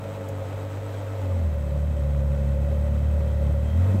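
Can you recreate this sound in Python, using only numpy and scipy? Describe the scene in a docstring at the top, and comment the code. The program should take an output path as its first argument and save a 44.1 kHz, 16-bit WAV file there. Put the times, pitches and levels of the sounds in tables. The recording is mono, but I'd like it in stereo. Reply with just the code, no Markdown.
"""Twelve-cylinder car idling

A sports car on a paved lot sinks from fast to slow idle, then picks up as it creeps. Periodic exhaust
pulses hum at the firing rate, and uneven firings ring a hollow resonance under the car. Valve gear and
belts whirr, injectors tick and grit snaps under a tyre, with faint squeaks, a dull knock and a breeze."""
import sys
import numpy as np
from scipy import signal
from scipy.fft import rfft, irfft
from scipy.io import wavfile

SR = 44100
rng = np.random.default_rng(int(sys.argv[2]) if len(sys.argv) > 2 else 0)


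def store_wav(level_fs):
    """Save 16-bit WAV to argv[1]."""
    pcm = np.round(np.clip(np.atleast_2d(level_fs), -1, 1) * 32767)
    wavfile.write(sys.argv[1], SR, pcm.T.astype(np.int16))


N = 176400
T = np.arange(N) / SR
CYLINDERS = 12
SLOW_IDLE_HZ, FAST_IDLE_HZ = 72, 98  # firing rates

# Spectrum of moving air: frequency_hz, relative_db
BREEZE_SPECTRUM = [(12, -5), (35, 6.5), (120, 5), (260, 2), (500, -28.5)]
# Strength of the breeze: time_s, level_db
BREEZE_LEVEL = [(0, -52.5), (1.1, -51.5), (1.6, -50), (3.75, -51), (3.97, -46)]
# Metallic squeaks: centre_s, pitch_hz, length_s, level_db
SQUEAK_EVENTS = [(.97, 3290, .1, -62), (3.71, 3210, .12, -60)]
# Knocks as the car moves off: start_s, pitch_hz, gain_db, decay_s
KNOCK_EVENTS = [(3.945, 213, -15.5, 0.011), (3.953, 369, -27.5, 0.01)]
# Cracks of grit: start_s, gain_db
GRIT_CRACKS = [(.2872, -44), (.2888, -46)]
# Spectrum of a crack: frequency_hz, relative_db
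GRIT_SPECTRUM = [(2000, -25), (5000, -13), (6500, 0), (8300, 0), (9500, -10), (11500, -3), (15500, -7)]
# Injector resonances: pitch_hz, width_hz, level_db
INJECTOR_MODES = [(8000, 200, -67), (12600, 500, -90)]
# Spectrum of valve gear and belts: frequency_hz, relative_db
WHIRR_SPECTRUM = [(100, -40), (330, -1.5), (700, -0.5), (1050, -5), (1450, -6), (1700, -10.5), (2200, -12),
                  (2850, -17), (3900, -18), (4600, -24.5), (6400, -23.5), (8300, -22.5), (9200, -34.5),
                  (12500, -26), (15700, -32.5)]
# Strength of the whirr: time_s, level_db
WHIRR_LEVEL = [(0, -42.5), (.4, -42), (1.15, -41.5), (1.6, -44.5), (3, -44), (3.6, -43.5), (3.82, -41.5)]
# Left-right likeness of the whirr: frequency_hz, correlation
WHIRR_CORRELATION = [(100, 1), (400, 0.29), (700, 0.49), (1300, 0.072), (2400, 0.29), (4400, -0.062),
                     (15000, -0.37)]
# Resonances of the engine's metal parts: pitch_hz, width_hz, start_db, end_db
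METAL_MODES = [(1928, 190, -75, -60.5), (2586, 110, -73.5, -66.5), (3135, 200, -77, -67),
               (3886, 49, -85.5, -73)]
# Spectrum of uneven combustion: frequency_hz, relative_db
BURBLE_SPECTRUM = [(20, -44), (40, 3.5), (65, -1), (135, 7.5), (190, -5.5), (260, -4.5), (350, -21),
                   (700, -47)]
# Strength of the burble: time_s, level_db
BURBLE_LEVEL = [(0, -44.5), (1.1, -49.5), (1.45, -38.5), (2.3, -39), (2.8, -37.5), (3.7, -37),
                (3.95, -34.5)]
# Resonances of the space under the car: pitch_hz, width_hz, slow_idle_db, fast_idle_db
CAVITY_MODES = [(447, 25, -52, -49), (551.9, 44.3, -40.5, -39.5), (644, 49, -50, -44.5),
                (844, 210, -52, -52.5)]
# Swell added to those resonances: time_s, gain_db
CAVITY_SWELL = [(0, 4), (.4, -1), (1.15, 0.5), (1.33, 2), (1.5, 0), (2, -1), (2.45, 2.5), (2.9, -0.5),
                (3.4, 2.5), (3.75, -2.5), (3.92, 3.5)]
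# Engine speed: time_s, firing_rate_hz
FIRING_RATE = [(0.12, 100.5), (0.38, 96.6), (0.9, 99.9), (1.16, 99.2), (1.35, 88.7), (1.5, 76.1),
               (1.63, 71.8), (1.8, 72.3), (1.9, 75.1), (2.01, 71.3), (2.6, 69.8), (2.73, 73.9),
               (2.83, 72.1), (2.98, 72.6), (3.08, 74.4), (3.5, 71.9), (3.58, 73.9), (3.68, 73.9),
               (3.78, 83.8), (3.88, 97.1), (3.95, 96.1)]
# Main exhaust partials: multiple of the firing rate
MAIN_ORDERS = (1, 1.5, 2, 2.5, 3)
# Strength of the main partials: time_s, then one level_db per order
MAIN_LEVELS = [(0.1, -35, -51, -46, -56, -57), (0.27, -34, -51, -48, -51, -50),
               (0.34, -31, -49, -55, -54, -50.5), (0.55, -32.5, -47.5, -53, -54, -50.5),
               (1.16, -31, -58, -59.5, -51, -51), (1.23, -26.5, -49, -50, -51, -46.5),
               (1.42, -22.5, -42.5, -47, -39, -46.5), (1.63, -27, -37, -37.5, -43, -48),
               (1.8, -23.5, -37, -33, -39.5, -45.5), (1.99, -25, -38, -40.5, -48, -44.5),
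               (2.08, -23, -41, -30.5, -56, -40), (2.6, -23.5, -37.5, -30.5, -48, -40),
               (2.8, -23, -36, -41, -39, -41), (2.94, -23, -31.5, -31.5, -42, -38.5),
               (3.12, -21.5, -35, -47, -39, -46.5), (3.3, -24, -33, -41.5, -39.5, -42),
               (3.48, -21.5, -33.5, -31.5, -40.5, -41), (3.71, -23.5, -32.5, -47, -38.5, -43),
               (3.79, -17, -36, -47, -35, -41), (3.92, -20, -43, -35, -44.5, -51)]
# Faint partials, of which 2.92 and 13.15 are belt-driven parts: multiple of the firing rate
FAINT_ORDERS = (.5, 2.92, 3.5, 4, 4.5, 5.5, 7.5, 8, 13.15)
# Faint partials at slow and at fast idle: one level_db per order
FAINT_SLOW_LEVELS = (-75, -56.5, -61, -59, -53, -62, -53, -46.5, -69)
FAINT_FAST_LEVELS = (-54, -49.5, -91, -82, -52.5, -55.5, -79, -76, -58)


def amp(db):
    """Amplitude ratio of a level in decibels."""
    return 10 ** (np.asarray(db) / 20)


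def unit_rms(x):
    """Normalisation to unit mean power."""
    return x / np.sqrt(np.mean(x ** 2) + 1e-20)


def curves(rows):
    """Linear interpolation of each column of a time table at every sample."""
    times, *columns = np.transpose(rows)
    return [np.interp(T, times, column) for column in columns]


def at_bins(spectrum):
    """Interpolation of a spectrum table over log frequency at every bin."""
    hz, value = np.transpose(spectrum)
    return np.interp(np.log(np.fft.rfftfreq(N, 1 / SR) + 1), np.log(hz), value)


def colour(x, spectrum):
    """Spectral shaping by multiplication in frequency; rms 1."""
    return unit_rms(irfft(rfft(x) * amp(at_bins(spectrum)), N))


def drift(hz):
    """Slow random fluctuation: low-pass noise of rms 1."""
    f = np.fft.rfftfreq(N, 1 / SR)
    return unit_rms(irfft(rfft(rng.standard_normal(N)) * (f > 0) / (1 + (f / hz) ** 4), N))


def resonate(x, hz, width_hz):
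    """Forced response of two equal resonators in cascade; rms 1."""
    b, a = signal.iirpeak(hz, hz / (width_hz * np.pi / 2), fs=SR)
    return unit_rms(signal.lfilter(b, a, signal.lfilter(b, a, x)))


def correlate(left, other, correlation):
    """Partial coherence: two independent noises mix into a correlated stereo pair."""
    return np.array([left, correlation * left + np.sqrt(1 - correlation ** 2) * other])


def pan(x, right_db):
    """A level difference between the channels places the sound to the right."""
    return x * amp([[-right_db / 2], [right_db / 2]])


def firing_pulses(firings, uneven_db, chance_db, decay_s):
    """A train of decaying pulses, their strength set by the cylinder and by chance; rms 1."""
    onsets = np.flatnonzero(np.diff(np.floor(firings)) > 0)
    cylinder_bias = rng.permutation(np.linspace(-1, 1, CYLINDERS))[np.arange(len(onsets)) % CYLINDERS]
    chance = rng.uniform(-0.68, 1, N)[:len(onsets)]
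    impulses = np.zeros(N)
    impulses[onsets] = amp(uneven_db * cylinder_bias + chance_db * chance)
    return unit_rms(signal.lfilter([1], [1, -np.exp(-1 / (decay_s * SR))], impulses))


def breeze():
    """Turbulence in moving air gives a low rumble, incoherent between left and right."""
    return amp(curves(BREEZE_LEVEL)[0]) * colour(rng.standard_normal((2, N)), BREEZE_SPECTRUM)


def squeaks():
    """Friction, probably at a brake disc, sustains brief wavering tones."""
    out = np.zeros(N)
    for centre_s, hz, length_s, db in SQUEAK_EVENTS:
        phase = 2 * np.pi * hz * T + .5 * drift(hz=40)
        envelope = np.exp(-(2 * (T - centre_s) / length_s) ** 2)
        out += np.sqrt(2) * amp(db) * envelope * np.sin(phase)
    return out


def knocks(attack_s=0.001):
    """Heavily damped oscillations are heard as dull thuds."""
    out = np.zeros(N)
    for start_s, hz, db, decay_s in KNOCK_EVENTS:
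        age = np.maximum(T - start_s, 0)
        envelope = (1 - np.exp(-age / attack_s)) * np.exp(-age / decay_s)
        out += amp(db) * envelope * np.sin(2 * np.pi * hz * age)
    return out


def grit(decay_s=0.0031, echo_db=-15, echo_s=0.013):
    """Fracture of grit under a tyre releases bright noise that reverberates in the wheel arch."""
    envelope = np.zeros(N)
    for start_s, db in GRIT_CRACKS:
        age = np.maximum(T - start_s, 0)
        envelope += amp(db) * (T >= start_s) * (np.exp(-age / decay_s) + amp(echo_db) * np.exp(-age / echo_s))
    return envelope * colour(rng.standard_normal((2, N)), GRIT_SPECTRUM)


def injectors(firings):
    """Impact excitation: one tick per firing rings high modes, louder from the near cylinders."""
    ticks = .3 + firing_pulses(firings, uneven_db=3, chance_db=2, decay_s=.005)
    nearness = 1 + 0.41 * np.cos(2 * np.pi * firings / CYLINDERS)
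    drive = ticks * rng.standard_normal((2, N)) * nearness
    return pan(sum(amp(db) * resonate(drive, hz, width) for hz, width, db in INJECTOR_MODES), right_db=3)


def whirr(firings):
    """Friction noise of valve gear and belts, modulated by the firings, excites modes of the metal."""
    patter = np.sqrt(1 + .3 * firing_pulses(firings, uneven_db=3, chance_db=3, decay_s=.006) ** 2)
    spectra = correlate(*rfft(rng.standard_normal((2, N))), at_bins(WHIRR_CORRELATION))
    noise = irfft(spectra, N) * patter
    level_db = curves(WHIRR_LEVEL)[0] + 0.56 * drift(hz=9.2)
    rubbing = amp(level_db) * colour(noise, WHIRR_SPECTRUM)
    metal = sum(amp(np.linspace(start_db, end_db, N)) * resonate(noise, hz, width)
                for hz, width, start_db, end_db in METAL_MODES)
    return pan(rubbing, right_db=1.4) + pan(metal, right_db=6)


def burble():
    """Uneven combustion is aperiodic, so it spreads a low rumble between the partials."""
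    noise = correlate(*rng.standard_normal((2, N)), correlation=0.94)
    return amp(curves(BURBLE_LEVEL)[0]) * colour(noise, BURBLE_SPECTRUM)


def underbody_cavity(firings, fast, bank_db=9, left_delay_s=0.00023):
    """Cavity resonance: pulses smeared by the pipes and puffs of gas ring the space under the car."""
    cycle_phase = 2 * np.pi * firings / CYLINDERS
    harmonics = np.arange(4 * CYLINDERS, 10 * CYLINDERS)
    gains = amp(bank_db * (harmonics % (CYLINDERS // 2) == 0))  # multiples of one bank's rate stand out
    drone = sum(g * np.cos(k * cycle_phase + 2 * np.pi * rng.random()) for k, g in zip(harmonics, gains))
    drive = unit_rms(drone) + 2.56 * correlate(*rng.standard_normal((2, N)), correlation=0.99)
    left, right = sum(amp(slow_db + (fast_db - slow_db) * fast) * resonate(drive, hz, width)
                      for hz, width, slow_db, fast_db in CAVITY_MODES)
    left = np.interp(T - left_delay_s, T, left)
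    throb = 1 + 0.24 * np.cos(np.pi * firings) + 0.13 * np.cos(2 * np.pi * firings)  # one bank is nearer
    swell_db = curves(CAVITY_SWELL)[0] + 1.3 * drift(hz=9)
    return amp(swell_db) * throb * pan(np.array([left, right]), right_db=1.9)


def exhaust(firings, fast):
    """Periodic pulses give harmonics of each bank's half firing rate; belt-driven parts add two tones."""
    faint_db = [low + (high - low) * fast for low, high in zip(FAINT_SLOW_LEVELS, FAINT_FAST_LEVELS)]
    flutter_db = .45 * drift(hz=22)
    out = np.zeros((2, N))
    for order, db in zip(MAIN_ORDERS + FAINT_ORDERS, curves(MAIN_LEVELS) + faint_db):
        waver = min(order, 6)  # higher partials are less steady
        phase = 2 * np.pi * (order * firings + rng.random()) + 0.084 * waver * drift(hz=5.9)
        left_lag_rad = np.array([[0.14 + 0.07 * order], [0]])
        level_db = db + flutter_db + 0.53 * waver * drift(hz=16.6)
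        out += np.sqrt(2) * amp(level_db) * np.sin(phase - left_lag_rad)
    return pan(out, right_db=0.4)


def scene():
    """Superposition of all sources; the integral of the firing rate keeps the engine's parts in step."""
    rate_hz = curves(FIRING_RATE)[0]
    firings = np.cumsum(rate_hz) / SR
    fast = np.clip((rate_hz - SLOW_IDLE_HZ) / (FAST_IDLE_HZ - SLOW_IDLE_HZ), 0, 1)
    combustion = exhaust(firings, fast) + burble() + underbody_cavity(firings, fast)
    return combustion + whirr(firings) + injectors(firings) + grit() + squeaks() + knocks() + breeze()


def record(dry, cutoff_hz=15750):
    """Band limiting: a linear-phase low-pass filter removes the highest treble."""
    lowpass = signal.firwin(511, cutoff_hz, window=("kaiser", 9), fs=SR)
    return signal.oaconvolve(dry, lowpass[None], "same")


dry = scene()
out = record(dry)
store_wav(out)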